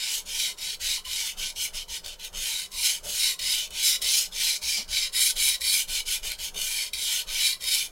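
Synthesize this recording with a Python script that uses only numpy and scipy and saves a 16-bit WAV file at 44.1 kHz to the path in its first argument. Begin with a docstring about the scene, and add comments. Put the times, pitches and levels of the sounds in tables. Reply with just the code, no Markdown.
"""A steel blade rasps to and fro on a wet, coarse whetstone: the hiss swells with speed and almost stops at
each turn. Noise and single random grains stand for the grit; they ring the finger-damped knife through its
resonances. Bursts of noise make the edge catch and squeak, and a faint hollow note comes from the stone. Behind
it the stand rocks with dying tones, while the bench rumbles and water slops softly in a tub, both shaped noise.
A short room echo of the knife and faint air noise complete the sound, the same in both channels."""
import sys
import numpy as np
from scipy import signal
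from scipy.fft import rfft, irfft, next_fast_len
from scipy.io import wavfile
from scipy.ndimage import uniform_filter1d, map_coordinates

SR = 44100
rng = np.random.default_rng(int(sys.argv[2]) if len(sys.argv) > 2 else 0)


def bounce(signal):
    """Save signal as a 16-bit WAV file at the path given by the first command-line argument."""
    frames = np.transpose(np.atleast_2d(signal))
    limited = np.clip(frames, -1, 1)
    pcm = np.round(limited * 32767).astype(np.int16)
    wavfile.write(sys.argv[1], SR, pcm)


N = 348820
TIME = np.arange(N) / SR
SIZE = next_fast_len(N + SR // 2, real=True) // 2 * 2  # even length for filtering, with room for tails
HZ = np.fft.rfftfreq(SIZE, 1 / SR)


# one row per stroke, from one turn of the hand to the next. Columns: start_s, start_place (0 near - 1 far),
# bite_db (relative), bite_gain_db (over the stroke), seat_moment (0-1 of the stroke, bevel fully seated),
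# seat_bite_db (extra then), treble_db, seat_treble_db (extra then), ring_db (main mode of the blade)
STROKES = [(-0.09, 0.86, -32, 2.5, 0.78, 2, -1, 5, -4), (0.242, 0.19, -34, -3.5, 0.71, 6.4, 1.6, -1, -4),
           (0.562, 0.78, -36.5, -0.5, 0.6, 3.5, 2.2, -3, -2), (0.788, 0.35, -31.5, -9, 0.59, 3, 0, 2, 1.5),
           (1.032, 0.89, -31, -1, 0.87, 2.5, -0.3, 3, -6), (1.355, 0.076, -34.6, -2, 0.5, 1.4, 1, -2.5, -2),
           (1.545, 0.39, -36.5, -6, 0.52, 3.0, 2, 5, -2), (1.723, 0.15, -39.5, -16.5, 0.6, 2, 3, -4.1, 4),
           (1.869, 0.41, -38.5, -1, 0.6, 2, -0.5, 1.5, -0.5), (2.023, 0.11, -43, 2, 0.22, 2.5, -2, 2, -1),
           (2.177, 0.27, -43.8, -5, 0.62, 3.5, -3.5, 7, 5),
           (2.317, 0.086, -33, -2, 0.75, 0.5, 3.5, -0.3, -1.0),
           (2.698, 0.82, -35, -1.5, 0.54, 7.5, 5, 0.5, -2), (3.021, 0.13, -33.1, 0, 0.72, 8, 7, -4, -1),
           (3.379, 0.89, -29.5, -2.5, 0.38, 0.9, -0.3, 3.5, -4.5),
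           (3.697, 0.24, -29, 10, 0.6, 2.5, 0, 8.5, 4), (4.001, 0.85, -28.5, -14, 0.66, 3, 2, 5, -1.5),
           (4.303, 0.1, -30, 10.5, 0.48, 3.5, 2, 0.5, 0.5),
           (4.605, 0.61, -31.5, -14.5, 0.72, 3.5, 2.8, -3.5, -1),
           (4.868, 0.34, -31, 3.5, 0.35, 5, 0.0, -1.5, 0.0), (5.114, 0.9, -25, 6, 0.57, -4, 4, 7.5, 0),
           (5.345, 0.35, -27, -6, 0.47, -2, 3, 7.5, 2), (5.594, 0.9, -28, 0, 0.73, 0.7, 6.5, 2, 1.5),
           (5.866, 0.12, -29.5, 0.5, 0.2, -2.7, 1.5, 2, 2.5),
           (6.045, 0.43, -34, -5, 0.45, 3.5, 4.5, 0, -3.5), (6.216, 0.1, -35, 0.5, 0.2, 1.8, -0.2, 4.1, -7),
           (6.373, 0.42, -38, -9, 0.56, 3, 2, 2, -9), (6.528, 0.083, -33, -5, 0.83, 7, 6, -5.5, -13),
           (6.918, 0.78, -31.9, -2.5, 0.81, 6.5, 5, -2.2, -3),
           (7.257, 0.074, -32.5, -10, 0.67, 8, 1.5, 3.5, 2),
           (7.589, 0.88, -31.5, 0.5, 0.51, 4, 4.5, 0.5, -6.5)]
# where the last stroke ends: time_s, place (0 near - 1 far)
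LAST_TURN = (7.905, 0.204)


def hand():
    """The knife swings like a pendulum between turns: stroke number, progress, speed and place (all 0-1 but the first)."""
    s, place = np.transpose([row[:2] for row in STROKES] + [LAST_TURN])
    turns = np.arange(len(s))
    clock = np.interp(TIME, s, turns)
    stroke = np.minimum(clock.astype(int), len(STROKES) - 1)
    progress = clock - stroke
    speed = np.abs(np.sin(np.pi * progress))
    eased = stroke + (1 - np.cos(np.pi * progress)) / 2
    return stroke, progress, speed, np.interp(eased, turns, place)


def touch(stroke, progress, place, seat_width=0.24, ring_far_db=2, ring_most_db=4):
    """Bite, treble and ring (dB): pressure drifts in each stroke; where the bevel seats, bite and treble change."""
    bite, lean, moment, seat_bite, treble, seat_treble, ring = np.transpose(STROKES)[2:, stroke]
    seated = np.exp(-((progress - moment) / seat_width) ** 2)  # width as a share of the stroke
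    bite_db = bite + lean * (progress - .5) + seat_bite * seated
    treble_db = treble + seat_treble * seated
    # the main mode sings more toward the far end, up to a fixed ceiling
    ring_db = np.minimum(ring + ring_far_db * (place - .5), ring_most_db)
    return uniform_filter1d(np.array([bite_db, treble_db, ring_db]), size=400)


def breakaway(stroke, progress, stick_s=0.011, stop_s=0.032, stick_db=-4.0, slip_db=3.5, settle_s=0.058):
    """Around each turn the edge sticks for an instant, then lets go with a small jerk."""
    starts = [row[0] for row in STROKES] + [LAST_TURN[0]]
    length = np.diff(starts)[stroke]
    since, until = progress * length, (1 - progress) * length  # seconds from the last turn and to the next
    stuck = (since < stick_s) | (until < stop_s)
    jerk_db = slip_db * np.exp(-np.minimum(since, until) / settle_s)
    return amp(uniform_filter1d(np.where(stuck, stick_db, jerk_db), size=400))


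def grit(speed, grains_per_s=5000, coarse_share=0.26, chatter_db=0.06, drift_db=0.87):
    """Force on the edge: fine abrasion plus single grains, which come thicker at speed."""
    rate = grains_per_s * (0.053 + speed ** 2)
    hits = rng.random(N) < rate / SR
    grains = hits * rng.standard_normal(N) * np.sqrt(SR / rate)  # even power at any rate
    fine = rng.standard_normal(N)
    force = np.sqrt(coarse_share) * grains + np.sqrt(1 - coarse_share) * fine
    return force * amp(chatter_db * wobble(260) + drift_db * wobble(60))


# the edge catches on the stone or cracks a coarse grain. Columns: start_s, level_db (relative),
# t60_s (time to fall by 60 dB)
CATCHES = [(.584, -41, 0.089), (.813, -36, 0.072), (1.053, -41, .05), (1.561, -40.5, 0.054),
           (1.883, -47, 0.06), (2.046, -37.5, 0.031), (2.061, -31, 0.018), (2.08, -33, .014),
           (2.196, -43, 0.052), (2.248, -30, .015), (2.718, -42, .05), (3.392, -33, 0.12),
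           (3.415, -34, 0.039), (3.676, -40, .015), (3.706, -38.5, .03), (4.017, -29, 0.11),
           (4.023, -22, .012), (4.322, -50, 0.048), (5.365, -42, 0.048), (5.608, -36, 0.051),
           (5.616, -28.5, 0.023), (6.318, -21, 0.011), (6.616, -25, 0.017), (6.933, -30.5, 0.11),
           (7.608, -45, 0.055), (7.29, -36, .02), (7.641, -26, 0.016)]


def catches():
    """Abrupt, short bursts of crushed grit: noise that dies away quickly."""
    force, t = np.zeros(N), np.arange(SR // 5) / SR
    for s, db, t60 in CATCHES:
        burst = amp(db - 60 * t / t60) * rng.standard_normal(len(t))
        add(force, s, burst)
    return force


# the grit's own noise. Columns: pitch_hz, level_db (per Hz, relative)
GRIT = [(150, -54), (700, -33.5), (1250, -20), (1700, -14), (2100, -1), (2700, -3), (4700, -1.25),
        (6800, -2), (10300, -4.5), (12500, -8.5), (15600, -14)]
# blade resonances. 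Columns: pitch_hz, width_hz, near_lift_db (near end of the stone),
# first_lift_db (farther out, first grip), second_lift_db (farther out, second grip)
BLADE = [(1496, 116, 14.5, 12, 11), (2354, 114, 6.5, 5.5, 9.8), (2986, 285, 14.5, 11.5, 2.9),
         (3184, 240, 5, 2.5, 10.4), (3650, 540, 9, 1, 0.43), (3900, 420, -0.5, 15, 14.2),
         (4430, 260, 5, 9, 11.5), (5100, 164, 3.5, 9.5, 11.6), (5390, 230, 1.5, 4, 9.7),
         (6377, 176, 13, 3.5, 0.37), (7380, 320, 1.5, 4.5, 3.1), (9930, 740, 1.5, 5, 5.3)]
# the fingers settle into a new hold. Columns: time_s, second_grip (share 0-1)
GRIP = [(0, 0.2), (4.0, 0), (4.7, 0.9)]
# the bevel lies flat, which damps the modes under a broad hiss. Columns: time_s, flat (share 0-1)
FLAT = [(3.7, 0.2), (3.88, 0.59), (4.04, 0.2), (4.16, 0.65), (4.48, 0.27), (4.72, 0.75), (4.98, 0.22),
        (5.15, 0)]


def blade(force, place, grip_hold=0.26, flat_hz=5400, flat_width=2800, flat_db=10, flat_ring=0.24,
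          low_hz=2350, low_width=110, low_db=3):
    """The force rings the blade; where the edge rests and how it is held decide which modes speak."""
    grip, flat = curves(GRIP)[0], curves(FLAT)[0]
    far = np.clip((place - .2) / 0.43, 0, 1)
    far = far + grip_hold * grip * (1 - far)  # the second grip keeps some of its colour along the whole stone
    hz, width, *lifts = np.transpose(BLADE)
    near, first, second = [filtered(force, body(GRIT, zip(hz, width, db))) for db in lifts]
    ringing = (1 - far) * near + far * ((1 - grip) * first + grip * second)

    flat_modes = [(flat_hz, flat_width, flat_db), *zip(hz, width, flat_ring * lifts[-1])]
    damped = filtered(force, body(GRIT, flat_modes))
    mixed = (1 - flat) * ringing + flat * damped

    rasp = flex(wander(sliding_echo(mixed, place), depth_db=2.5, bins=5, frames=8))
    low_mode = filtered(rasp, bell(low_hz, low_width))  # freed by the second grip
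    return rasp + grip * (amp(low_db) - 1) * low_mode


def sliding_echo(x, place, near_s=0.00111, far_s=0.001416, strength=0.14):
    """A faint echo of the blade follows it closely; its delay changes as the knife travels, so ripples glide
    through the rasp."""
    delay = near_s + (far_s - near_s) * place
    return x + strength * map_coordinates(x, [(TIME - delay) * SR])


def wander(x, depth_db, bins, frames):
    """A moving excitation favours now these, now those of a body's many overlapping modes."""
    z = signal.stft(x, nperseg=1024)[2]
    field = rng.standard_normal(z.shape)
    for axis, span in enumerate((bins, frames)):  # smooth over pitch, then over time
        field = uniform_filter1d(field, span, axis)
    gain = amp(depth_db * unit(field))
    return signal.istft(z * unit(gain), nperseg=1024)[1][:N]


def flex(x, knots_per_s=8, lag_s=.0005):
    """The blade bends under the fingers, which detunes its modes slightly: a small, wavering time shift."""
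    lag = lag_s * wobble(knots_per_s)
    return map_coordinates(x, [(TIME - lag) * SR], order=5)


def bevel(rasp, treble_db, ring_db, split_hz=7000, main_hz=3930, main_width=200):
    """The lie of the bevel sets how sharp the hiss is and how much the main mode sings."""
    treble = filtered(rasp, 1 - 1 / (1 + (HZ / split_hz) ** 6))
    ring = filtered(rasp, bell(main_hz, main_width))
    return rasp + (amp(treble_db) - 1) * treble + (amp(ring_db) - 1) * ring


def gliding_mode(force, place, mid_hz=2290, end_drop_hz=470, width=170, from_place=.45,
                 near_level_db=-21.5, far_level_db=-14.5):
    """One mode of the blade sinks in pitch and speaks more as the knife nears the far end."""
    far = np.clip((place - from_place) / (1 - from_place), 0, 1)
    shape = bell(mid_hz, width)
    narrow = signal.hilbert(filtered(force, unit(shape)))
    shift = np.exp(-2j * np.pi * np.cumsum(end_drop_hz * far ** 1.5) / SR)  # lowers the pitch
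    level_db = near_level_db + (far_level_db - near_level_db) * far
    return amp(level_db) * np.real(narrow * shift)


# the wet edge squeaks briefly. Columns: start_s, pitch_hz, width_hz, level_db, length_s
SQUEAKS = [(.97, 990, 149.7, -51, 0.029), (1.053, 1030, 150, -52, .04), (2.04, 4410, 714, -43.5, 0.016),
           (2.715, 1070, 149.2, -54, 0.074), (4.32, 3460, 300, -40.5, 0.023), (6.54, 3620, 252, -42.5, .05),
           (6.94, 4560, 910, -39, 0.031)]


def squeaks():
    """The wet edge squeaks: short swells of noise around one pitch."""
    return bursts(SQUEAKS)


def stone(speed, place, middle_hz=920, end_rise_hz=130, width=110, flutter_db=2.2, far_db=2):
    """A faint hollow note under the rasp that climbs as the knife nears the far end of the stone."""
    far = np.clip((place - .55) / 0.28, 0, 1) ** 2
    narrow = signal.hilbert(noise(bell(middle_hz, width)))
    shift = np.exp(2j * np.pi * np.cumsum(end_rise_hz * far) / SR)  # raises the pitch
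    note = np.real(narrow * shift)
    return speed ** 0.28 * amp(far_db * far + flutter_db * wobble(30)) * note


def room(x, t60=0.19, size=4096):
    """Short diffuse room echo: a new random noise tail for each block."""
    t, out = np.arange(SR // 4) / SR, np.zeros(N)
    for start in range(0, N, size):
        tail = rng.standard_normal(len(t)) * amp(-60 * t / t60) * (t > .003)
        tail = tail / np.linalg.norm(tail)
        add(out, start / SR, signal.fftconvolve(x[start:start + size], tail))
    return out


# reversals shake the rig. Columns: time_s, stand_db (jolt, relative), bench_db (rumble), water_db (slop)
JOLTS = [(0.269, -53, -47, -56), (0.599, -51, -51, -56), (0.81, -53, -41.5, -61), (1.061, -48, -64, -61),
         (1.38, -57, -46, -50), (1.57, -49, -52, -59), (1.738, -57, -42.5, -52.5), (1.89, -50, -59, -59),
         (2.05, -63, -41.5, -51), (2.338, -51, -40.5, -50.5), (2.73, -47.5, -48, -65),
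         (3.05, -56, -41.5, -47), (3.401, -49, -56, -56), (3.709, -50.5, -45, -55.5),
         (4.021, -47.5, -51, -49.5), (4.32, -60, -46.5, -56), (4.628, -48.5, -54, -55),
         (4.89, -45.5, -42.5, -53), (5.14, -52, -60, -67), (5.361, -54, -39, -53), (5.61, -49, -60, -62),
         (5.879, -49, -41.5, -51), (6.062, -47, -47, -59), (6.23, -55, -39.5, -49.5),
         (6.391, -48, -56, -56), (6.55, -59, -45, -47.5), (6.94, -50, -51, -61), (7.279, -72, -42.5, -51.5),
         (7.612, -51, -49, -58)]
# tones of the rocking stand. Columns: pitch_hz, level_db (relative), t60_s (time to fall by 60 dB)
STAND = [(59.3, 5, 0.33), (177, -8, 0.093)]


def stand(rise_s=0.012):
    """A reversal jolts the clamp, which rocks for a moment: dying low tones, a little different each time."""
    out, t = np.zeros(N), np.arange(SR // 2) / SR
    for s, db, _, _ in JOLTS:
        ring = np.zeros(len(t))
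        for hz, level, t60 in STAND:
            louder, sharper = rng.standard_normal(2)
            tone = np.sin(2 * np.pi * hz * (1 + 0.029 * sharper) * t)
            ring += amp(level + 2 * louder - 60 * t / t60) * tone
        add(out, s, amp(db) * ring * (1 - np.exp(-t / rise_s)))
    return out


# noise of the bench. Columns: pitch_hz, level_db (per Hz, relative)
RUMBLE = [(8, -13.5), (20, 5), (32, -6.5), (45, -16.5), (65, -15), (95, -30.5), (300, -80)]


def bench(lag_s=0.0095, rise_s=0.041, fall_s=0.15, tremor_db=-56.5):
    """Just after a reversal the bench rumbles, over a steady tremor: low noise that swells and sinks."""
    s, _, rumble_db, _ = np.transpose(JOLTS)
    return swells(s + lag_s, rumble_db, rise_s, fall_s, tremor_db) * noise(amp(slope(RUMBLE)))


# noise of the slopping water. Columns: pitch_hz, level_db (per Hz, relative)
SLOP = [(60, -32), (130, -7.5), (300, -13), (600, -4.5), (900, -8.5), (1500, -4.5), (4000, -39)]
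# resonances of the tub. Columns: pitch_hz, width_hz, lift_db
TUB = [(176.6, 46, 14), (411, 60, 12), (515.5, 18, 11), (607, 39, 9), (744, 81, 4.5)]
# short gulps of water, each around one pitch. Columns: start_s, pitch_hz, width_hz, level_db, length_s
GULPS = [(3.029, 599.4, 69.6, -44.5, 0.084), (4.745, 700, 900, -51, 0.097), (4.77, 212.5, 90, -53, 0.083),
         (6.546, 559, 119.8, -57, 0.078)]


def tub(lag_s=0.014, rise_s=.035, fall_s=0.055, ripple_db=-60.5):
    """Just after a reversal water slops against the tub, whose resonances colour it, over restless water."""
    s, _, _, slop_db = np.transpose(JOLTS)
    water = unit(wander(noise(body(SLOP, TUB)), depth_db=2.5, bins=3, frames=7))
    return swells(s + lag_s, slop_db, rise_s, fall_s, ripple_db) * water + bursts(GULPS)


# noise of the still air. Columns: pitch_hz, level_db (per Hz, relative)
AIR = [(20, -4), (60, 3), (110, -11.5), (500, -6.5), (1500, -52.5), (5000, -19), (16000, -19.5)]


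def still_air():
    """A steady, faint background: random noise with a fixed colour."""
    return noise(amp(slope(AIR)))


def amp(db):
    """Decibels to gain."""
    return 10 ** (np.asarray(db) / 20)


def unit(x):
    """x at rms 1."""
    return x / np.sqrt(np.mean(x ** 2) + 1e-20)


def curves(rows):
    """One value per sample for each column after the time."""
    s, *cols = np.transpose(rows)
    return [np.interp(TIME, s, c) for c in cols]


def wobble(rate):
    """A smooth random curve, rate knots a second."""
    knots = rng.standard_normal(int(N * rate / SR) + 4)
    return map_coordinates(knots, [TIME * rate])


def slope(points):
    """(Hz, dB) points joined on a log axis."""
    f, db = np.transpose(points)
    return np.interp(np.log(HZ + 1), np.log(f), db)


def bell(hz, width):
    """Bell curve of one resonance, 1 at its top; the width is taken at half height."""
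    return 1 / (1 + (2 * (HZ - hz) / width) ** 2)


def filtered(x, response):
    """x through a frequency response."""
    return irfft(rfft(x, SIZE) * response, SIZE)[:N]


def body(spectrum, modes):
    """Causal response of a smooth spectrum lifted by (Hz, width, dB) resonances."""
    level_db = slope(spectrum) + sum(db * bell(hz, width) for hz, width, db in modes)
    cepstrum = irfft(np.log(amp(level_db)))
    cepstrum[1:SIZE // 2] *= 2  # folding the cepstrum makes the response start at once (minimum phase)
    cepstrum[SIZE // 2 + 1:] = 0
    response = np.exp(rfft(cepstrum))
    return response / np.sqrt(np.mean(np.abs(response) ** 2))


def noise(response):
    """Coloured noise of rms 1."""
    return unit(filtered(rng.standard_normal(N), response))


def add(track, s, sound):
    """Mix a short sound in at time s."""
    part = track[max(round(s * SR), 0):][:len(sound)]
    part += sound[:len(part)]


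def bursts(rows):
    """Short swells of narrow noise."""
    out = np.zeros(N)
    for s, hz, width, db, length in rows:
        swell = np.sin(np.pi * np.clip((TIME - s) / length, 0, 1))
        out += amp(db) * swell * noise(bell(hz, width))
    return out


def swells(times, levels_db, rise_s, fall_s, rest_db):
    """An envelope that rises to each level at its time and sinks back to rest; powers add up."""
    power = amp(rest_db) ** 2
    for s, db in zip(times, levels_db):
        distance = np.maximum((s - TIME) / rise_s, (TIME - s) / fall_s)
        power = power + amp(db) ** 2 * np.exp(-2 * distance)
    return np.sqrt(power)


def scene():
    """Knife, its room echo, stone note, rig and still air, the same in both channels."""
    stroke, progress, speed, place = hand()
    bite_db, treble_db, ring_db = touch(stroke, progress, place)
    bite = amp(bite_db)
    drive = bite * (0.008 + speed ** 1.23) * breakaway(stroke, progress)
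    snaps = catches()
    force = amp(3.1) * drive * grit(speed) + amp(2.5) * snaps

    rasp = bevel(blade(force, place), treble_db, ring_db)
    crack = filtered(snaps, 1 - 1 / (1 + (HZ / 6000) ** 4))  # the bright crack of the grain itself
    knife = rasp + gliding_mode(force, place) + squeaks() + amp(-3) * crack

    note = amp(-54) * bite ** 0.22 * stone(speed, place)
    rig = stand() + bench() + tub()
    mono = knife + amp(-13.5) * room(knife) + note + rig + amp(-61.5) * still_air()
    return np.array([mono, mono])


def record(dry, top_hz=15900):
    """Keep only the sound below the band limit top_hz."""
    return np.array([filtered(channel, HZ < top_hz) for channel in dry])


dry = scene()
out = record(dry)
bounce(out)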